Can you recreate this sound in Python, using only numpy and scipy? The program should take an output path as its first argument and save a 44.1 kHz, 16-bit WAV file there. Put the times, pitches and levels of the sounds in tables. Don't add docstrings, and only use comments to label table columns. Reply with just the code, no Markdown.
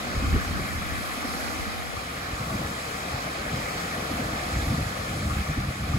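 import sys
import numpy as np
from scipy import signal
from scipy.fft import rfft, irfft
from scipy.io import wavfile
from scipy.ndimage import uniform_filter1d

SR = 44100
rng = np.random.default_rng(int(sys.argv[2]) if len(sys.argv) > 2 else 0)


def dump_mix(stems):
    frames = np.atleast_2d(stems).T
    limited = np.clip(frames, -1, 1)
    pcm = np.round(limited * 32767).astype(np.int16)
    wavfile.write(sys.argv[1], SR, pcm)


N = 263718
HZ = np.maximum(np.arange(N // 2 + 1) * SR / N, 1)

# time in seconds, half of BUFFET_S before the middle of the swing,
# peak in dB before the bass cut, pitch in Hz.
BUFFETS = [(0.165, -20, 78), (0.236, -21, 92), (0.268, -25, 75), (.325, -22, 83), (.335, -21.5, 260),
           (.347, -15, 85), (.35, -28.5, 410), (.378, -26, 72), (0.401, -42, 65), (0.494, -24, 65),
           (0.544, -23, 70), (.575, -28, 233), (.585, -32, 380), (.612, -25, 62), (0.748, -27, 75),
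           (0.769, -35, 75), (0.808, -31, 181), (0.913, -32, 70), (.997, -30.5, 225), (1.168, -29, 262),
           (1.238, -25.5, 268), (1.277, -33, 192), (1.34, -30.5, 190), (1.589, -27, 65),
           (1.661, -28.5, 211), (1.965, -30, 97), (2.324, -23, 70), (2.401, -24.5, 115), (2.51, -29, 110),
           (2.533, -24, 205), (2.55, -25, 100), (2.603, -28, 102), (2.613, -38, 323), (2.642, -27.5, 70),
           (2.87, -30, 81), (3.136, -28, 103), (3.249, -29, 150), (3.39, -30, 60), (3.47, -31, 55),
           (3.527, -20.5, 144), (3.635, -31, 70), (3.833, -28, 175), (3.976, -30.5, 237), (4.1, -28.5, 295),
           (4.124, -25, 179), (4.189, -22.5, 235), (4.21, -25, 125), (4.245, -24, 113), (4.558, -20, 110),
           (4.634, -30, 81), (4.67, -17, 80.5), (4.695, -17, 101), (4.731, -19.5, 148), (4.772, -25.5, 240),
           (4.801, -22, 103.4), (4.857, -21, 98), (5.159, -31, 94), (5.214, -35, 550), (5.222, -22, 79),
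           (5.259, -28, 75), (5.306, -24, 70), (5.375, -31, 300), (5.389, -27, 75), (5.489, -19, 123),
           (5.564, -24, 260), (5.574, -16.5, 91), (5.645, -30, 130), (5.694, -22.5, 102), (5.697, -36, 523),
           (5.792, -22, 79.4), (5.815, -24, 102), (5.901, -28, 75), (5.937, -19, 125)]
BUFFET_S = 0.02626
# frequency in Hz, relative density in dB per Hz.
THUD = [(20, -34), (35, -13), (55, -3), (80, 0), (98, -7), (135, -36), (400, -90)]
FLUTTER = [(20, -70), (60, -32), (90, -21.5), (125, -1), (170, -4.5), (210, -6.5), (300, -61), (800, -90)]


def from_db(db):
    return 10 ** (np.asarray(db) / 20)


def rms_one(x):
    return x / np.sqrt(np.mean(x ** 2) + 1e-20)


def in_time(rows):
    seconds, *columns = np.transpose(rows)
    return [np.interp(np.arange(N) / SR, seconds, column) for column in columns]


def over_hz(points):
    hz, value = np.transpose(points)
    return np.interp(np.log(HZ), np.log(hz), value)


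def drift(corner_hz):
    step = 40
    pole = np.exp(-2 * np.pi * corner_hz * step / SR)
    noise = rng.standard_normal(N // step + 2002)
    slow = signal.lfilter([1], [1, -2 * pole, pole * pole], noise)[2000:]
    return np.interp(np.arange(N) / step, np.arange(len(slow)), rms_one(slow))


def high_pass(x, hz, order):
    return irfft(rfft(x) / np.sqrt(1 + (hz / HZ) ** (2 * order)), N)


def foam(fizz_db, body_db, patchy_db, together_db):
    swell_db = 1.13
    edges = 100 * 2 ** (np.arange(24) / 3)
    white = rng.standard_normal((2, N))
    together = together_db * drift(2.0)
    out = 0
    for k, (low, high) in enumerate(zip(edges[:-1], edges[1:])):
        band_pass = signal.butter(2, [low, high], "band", fs=SR, output="sos")
        band = signal.sosfilt(band_pass, white[k % 2])
        treble = np.clip(np.log2(low / 2500) / 2, 0, 1)
        bass = np.clip(np.log2(1100 / low) * 2, 0, 1)
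        own_db = patchy_db * drift(11.3) + swell_db * drift(2.8)
        out = out + band * from_db(treble * fizz_db + bass * body_db + together + own_db)
    return rms_one(out)


def bubbles(per_s, cycles):
    cluster_db, cluster_hz = 5.0, 6.0
    sizes = from_db(2.0 * np.minimum(rng.exponential(1, N), 4)) * rng.choice([-1, 1], N)
    dealt, chance = rng.integers(0, 36, N), rng.random(N)
    born = [chance < per_s * from_db(cluster_db * drift(cluster_hz)) / SR for register in range(6)]
    out = 0
    for k, hz in enumerate(np.geomspace(1050, 8000, 36)):
        r, w = from_db(-60 * hz / (cycles * SR)), 2 * np.pi * hz / SR
        pops = np.sqrt(hz) * sizes * born[k // 6] * (dealt == k)
        out = out + signal.lfilter([0, np.sin(w)], [1, -2 * r * np.cos(w), r * r], pops + 1e-18)
    return rms_one(out)


def surf():
    # time in seconds, surf level in dB in the middle band, treble boost in dB,
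    # bass boost in dB.
    wash = [(0, -37.5, -3, 1.5), (.4, -37.5, -0.5, 1), (.8, -38, -.5, -0.5), (1.15, -37.5, .5, 1.5),
            (1.45, -38, 1.5, 2.5), (1.85, -39.5, -0.5, 1.5), (2.2, -39, -1.5, 2), (2.55, -39.5, 1.5, 4),
            (2.9, -38.5, -0.5, 2.5), (3.3, -38.5, -0.5, 4), (3.7, -36.5, -1, 2), (4.0, -38, -0.5, 4.5),
            (4.25, -37.5, -.5, 3.5), (4.55, -37.5, 0.5, 3), (4.9, -39, .5, 3.5), (5.25, -38.5, 0, 0.5),
            (5.6, -40, -0.5, 2.5), (5.98, -39.5, -1, 0)]
    # frequency in Hz, gain in dB.
    left_colour = [(380, -8), (450, -.5), (510, 0), (620, -.5), (770, -.2), (880, -5.8), (1010, -3.2),
                   (1200, -.6), (1300, -1.6), (1450, -4.5), (1650, -3), (2500, -7.2), (2750, -10.6),
                   (3050, -9.8), (3600, -13.3), (4050, -11), (6300, -17), (7300, -18), (9500, -15.8),
                   (12500, -21), (14200, -28), (15800, -29)]
    right_colour = [(400, -7.3), (480, -5.2), (590, -8.4), (720, -2), (790, -2.4), (880, -6), (1010, -2.3),
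                    (1120, -4.4), (1350, -5.5), (1640, -.4), (1900, -6.3), (2580, -6), (2850, -12.7),
                    (3250, -12.8), (4000, -10.2), (6300, -16), (7200, -17.8), (9500, -15.8), (12500, -21),
                    (14200, -28), (15800, -29)]
    # frequency in Hz, lead in radians.
    phase_lead = [(100, 0), (300, .3), (420, .1), (520, -.7), (770, -1.3), (1000, -3), (1080, -3.5),
                  (1240, -7), (1500, -9.4), (1640, -10), (2150, -11.9), (2400, -13), (2750, -15.9),
                  (3450, -19.2), (4050, -22.3), (4350, -23.9), (4850, -25), (5600, -27.5), (6050, -27.7),
                  (6400, -25.4), (7000, -25.1), (16000, -12.3)]
    # frequency in Hz, shared part from 0 to 1.
    coherence = [(300, .8), (430, .15), (560, .55), (720, .92), (990, .89), (1170, .1), (1400, .42),
                 (1640, .85), (2000, .52), (2300, .58), (2500, .45), (2750, .5), (3300, .2), (4800, .3),
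                 (5200, .1), (5800, .37), (6100, .1), (6600, .57), (7100, .8), (7900, .7), (8400, .88),
                 (9000, .985), (10000, .8), (11300, .95), (12200, .8), (16000, .85)]
    bubbles_db = -8.5
    surf_db, fizz_db, body_db = in_time(wash)
    near = foam(fizz_db, body_db, patchy_db=.7, together_db=.3)
    near = near + from_db(bubbles_db) * bubbles(per_s=1200, cycles=40.0)
    scattered = foam(fizz_db, body_db, patchy_db=1.0, together_db=.4)
    scattered = scattered + from_db(bubbles_db) * bubbles(per_s=1200, cycles=40.0)

    shared = np.clip(over_hz(coherence), 0, 1)
    lead = np.exp(1j * np.interp(HZ, *np.transpose(phase_lead)))
    left = rfft(near)
    right = shared * lead * left + np.sqrt(1 - shared ** 2) * rfft(scattered)
    bass_db = 16 * np.minimum(np.log2(HZ / 370), 0)
    sides = np.array([left * from_db(over_hz(left_colour) + bass_db),
                      right * from_db(over_hz(right_colour) + bass_db)])
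    middle_band = (HZ > 1000) * (HZ < 2600)
    middle = irfft(sides.mean(axis=0) * middle_band, N)
    return from_db(surf_db) * irfft(sides, N) / np.std(middle)


def eddies(colour):
    even = 0.81
    x = rms_one(irfft(rfft(rng.standard_normal(N)) * from_db(over_hz(colour)), N))
    strength = uniform_filter1d(uniform_filter1d(x ** 2, size=900), size=900) + 0.039
    return x / strength ** (even / 2)


def turbulence(levels_db, colours, lumpy_db):
    lumps = from_db(lumpy_db * drift(24.7))
    registers = (rms_one(lumps * eddies(colour)) for colour in colours)
    return sum(from_db(level_db) * x for level_db, x in zip(levels_db, registers))


def breeze_db():
    # time in seconds, thud in dB, flutter in dB, rustle in dB.
    steady = [(0, -44, -43, -39), (.95, -40, -42.5, -41.5), (1.08, -49, -51, -44.5),
              (1.4, -44.5, -58, -39.5), (1.7, -44, -58, -43.5), (1.9, -49, -48.5, -49),
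              (2.2, -41.5, -44, -44), (3.0, -44.5, -43.5, -44), (3.5, -46, -41.5, -42),
              (4.0, -41.5, -40, -41), (4.45, -39, -40, -40.5), (4.95, -41, -40, -44), (5.45, -40, -42, -46),
              (5.98, -46, -38, -42)]
    # start of the hold in seconds, hold in seconds, thud, flutter and rustle in dB.
    gusts = [(0.17, 0.032, -28.5, -47, -41), (0.222, 0.021, -31, -39, -32), (0.275, 0.036, -25, -45, -35),
             (0.334, 0.039, -20.5, -28.5, -39.5), (0.347, 0.031, -40, -40, -30.5),
             (0.48, 0.046, -29, -36.5, -37), (0.553, 0.13, -42, -37.5, -37.5),
             (0.754, 0.031, -30.5, -37, -44), (0.914, 0.071, -39, -43, -40.5), (1.58, 0.033, -52, -46, -40),
             (1.96, 0.028, -42, -53, -52), (2.31, .03, -39, -43, -40.5), (2.4, 0.055, -41, -40, -45.5),
             (2.47, .04, -37, -34.5, -42), (2.53, 0.028, -36.5, -35, -35), (2.6, 0.043, -38, -36.5, -38),
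             (2.69, 0.042, -45, -37.5, -39), (3.125, 0.023, -36, -39, -41.5), (3.522, 0.069, -38, -36, -37),
             (4.11, 0.25, -37, -39, -37), (4.54, 0.095, -29, -44, -37), (4.668, 0.07, -37.5, -30.5, -33),
             (4.775, .055, -30, -32, -37.5), (4.994, 0.044, -36.5, -37, -42),
             (5.085, 0.1, -34.5, -33.5, -38.5), (5.214, 0.12, -30.5, -31.5, -37.5),
             (5.371, 0.039, -29, -33, -46), (5.496, 0.017, -29, -28.5, -46), (5.573, 0.065, -32, -31, -42),
             (5.685, 0.02, -30.5, -31, -39.5), (5.802, 0.05, -32, -36, -41.5),
             (5.894, 0.094, -28.5, -29.5, -35)]
    rise_db_per_s, fall_db_per_s = 500, 400
    spray_db = np.array((-30, -29.5, -22.5))
    t, levels_db = np.arange(N) / SR, np.array(in_time(steady))
    stirs = [(s + BUFFET_S / 4, BUFFET_S / 2, *(db + spray_db)) for s, db, hz in BUFFETS]
    for start, hold, *peak_db in [*gusts, *stirs]:
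        end = start + hold
        near = slice(int(max(start - .3, 0) * SR), int((end + .3) * SR))
        shape_db = np.minimum(rise_db_per_s * (t[near] - start), fall_db_per_s * (end - t[near]))
        gust_db = np.array(peak_db)[:, None] + np.minimum(shape_db, 0)
        levels_db[:, near] = np.maximum(levels_db[:, near], gust_db)
    return levels_db


def breeze():
    # frequency in Hz, relative density in dB per Hz.
    rustle = [(40, -70), (120, -26), (175, -3), (240, 5), (320, 0.5), (420, -14), (600, -30), (2000, -88)]
    return turbulence(breeze_db(), (THUD, FLUTTER, rustle), lumpy_db=1.5)


def wide_wind():
    # time in seconds, thud in dB and flutter in dB before the bass cut.
    width_levels = [(0, -70, -50), (.2, -67, -40), (.38, -55, -29), (.46, -48, -42), (.56, -36, -36),
                    (.7, -42, -50), (.82, -36, -45), (.95, -35, -45), (1.15, -47, -47), (1.4, -45, -40),
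                    (1.6, -44, -42), (1.8, -42, -42), (1.95, -62, -41), (2.2, -90, -79)]
    noise = turbulence(in_time(width_levels), (THUD, FLUTTER), lumpy_db=2.5)
    return high_pass(noise, 62, order=4)


def buffets():
    least_cycles, glide_share = 2.03, 0.48
    out, chance = np.zeros(N + SR), rng.random((len(BUFFETS), 3))
    for (s, peak_db, hz), (turn, glide, skew) in zip(BUFFETS, chance):
        length = np.clip(max(BUFFET_S, least_cycles / hz), .01, .08)
        t = np.arange(int(length * SR)) / SR - length / 2
        phase = 2 * np.pi * (turn + hz * t * (1 + glide_share * (glide - .5) * t / t[-1]))
        swing = np.sin(phase + 0.44 * skew * np.sin(phase + 1)) * np.hanning(len(t))
        at = int((s + BUFFET_S / 2 - length / 2) * SR)
        out[at:at + len(t)] += from_db(peak_db) * swing
    return high_pass(out[:N], 31, order=3)


def scene():
    diaphragm_top = .28
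    left, right = surf()
    wind = breeze() + buffets()
    wind = diaphragm_top * np.tanh(wind / diaphragm_top)
    skewed = from_db(-15.5) * np.roll(wind, SR // 1000)
    side = high_pass((left - right) / 2 + skewed, 210, order=10) + wide_wind()
    return (left + right) / 2 + wind + side * [[1], [-1]]


def record(dry):
    cutoff_hz = 15720
    low_pass = signal.ellip(12, .5, 80, cutoff_hz, fs=SR, output="sos")
    return signal.sosfilt(low_pass, dry)


dry = scene()
out = record(dry)
dump_mix(out)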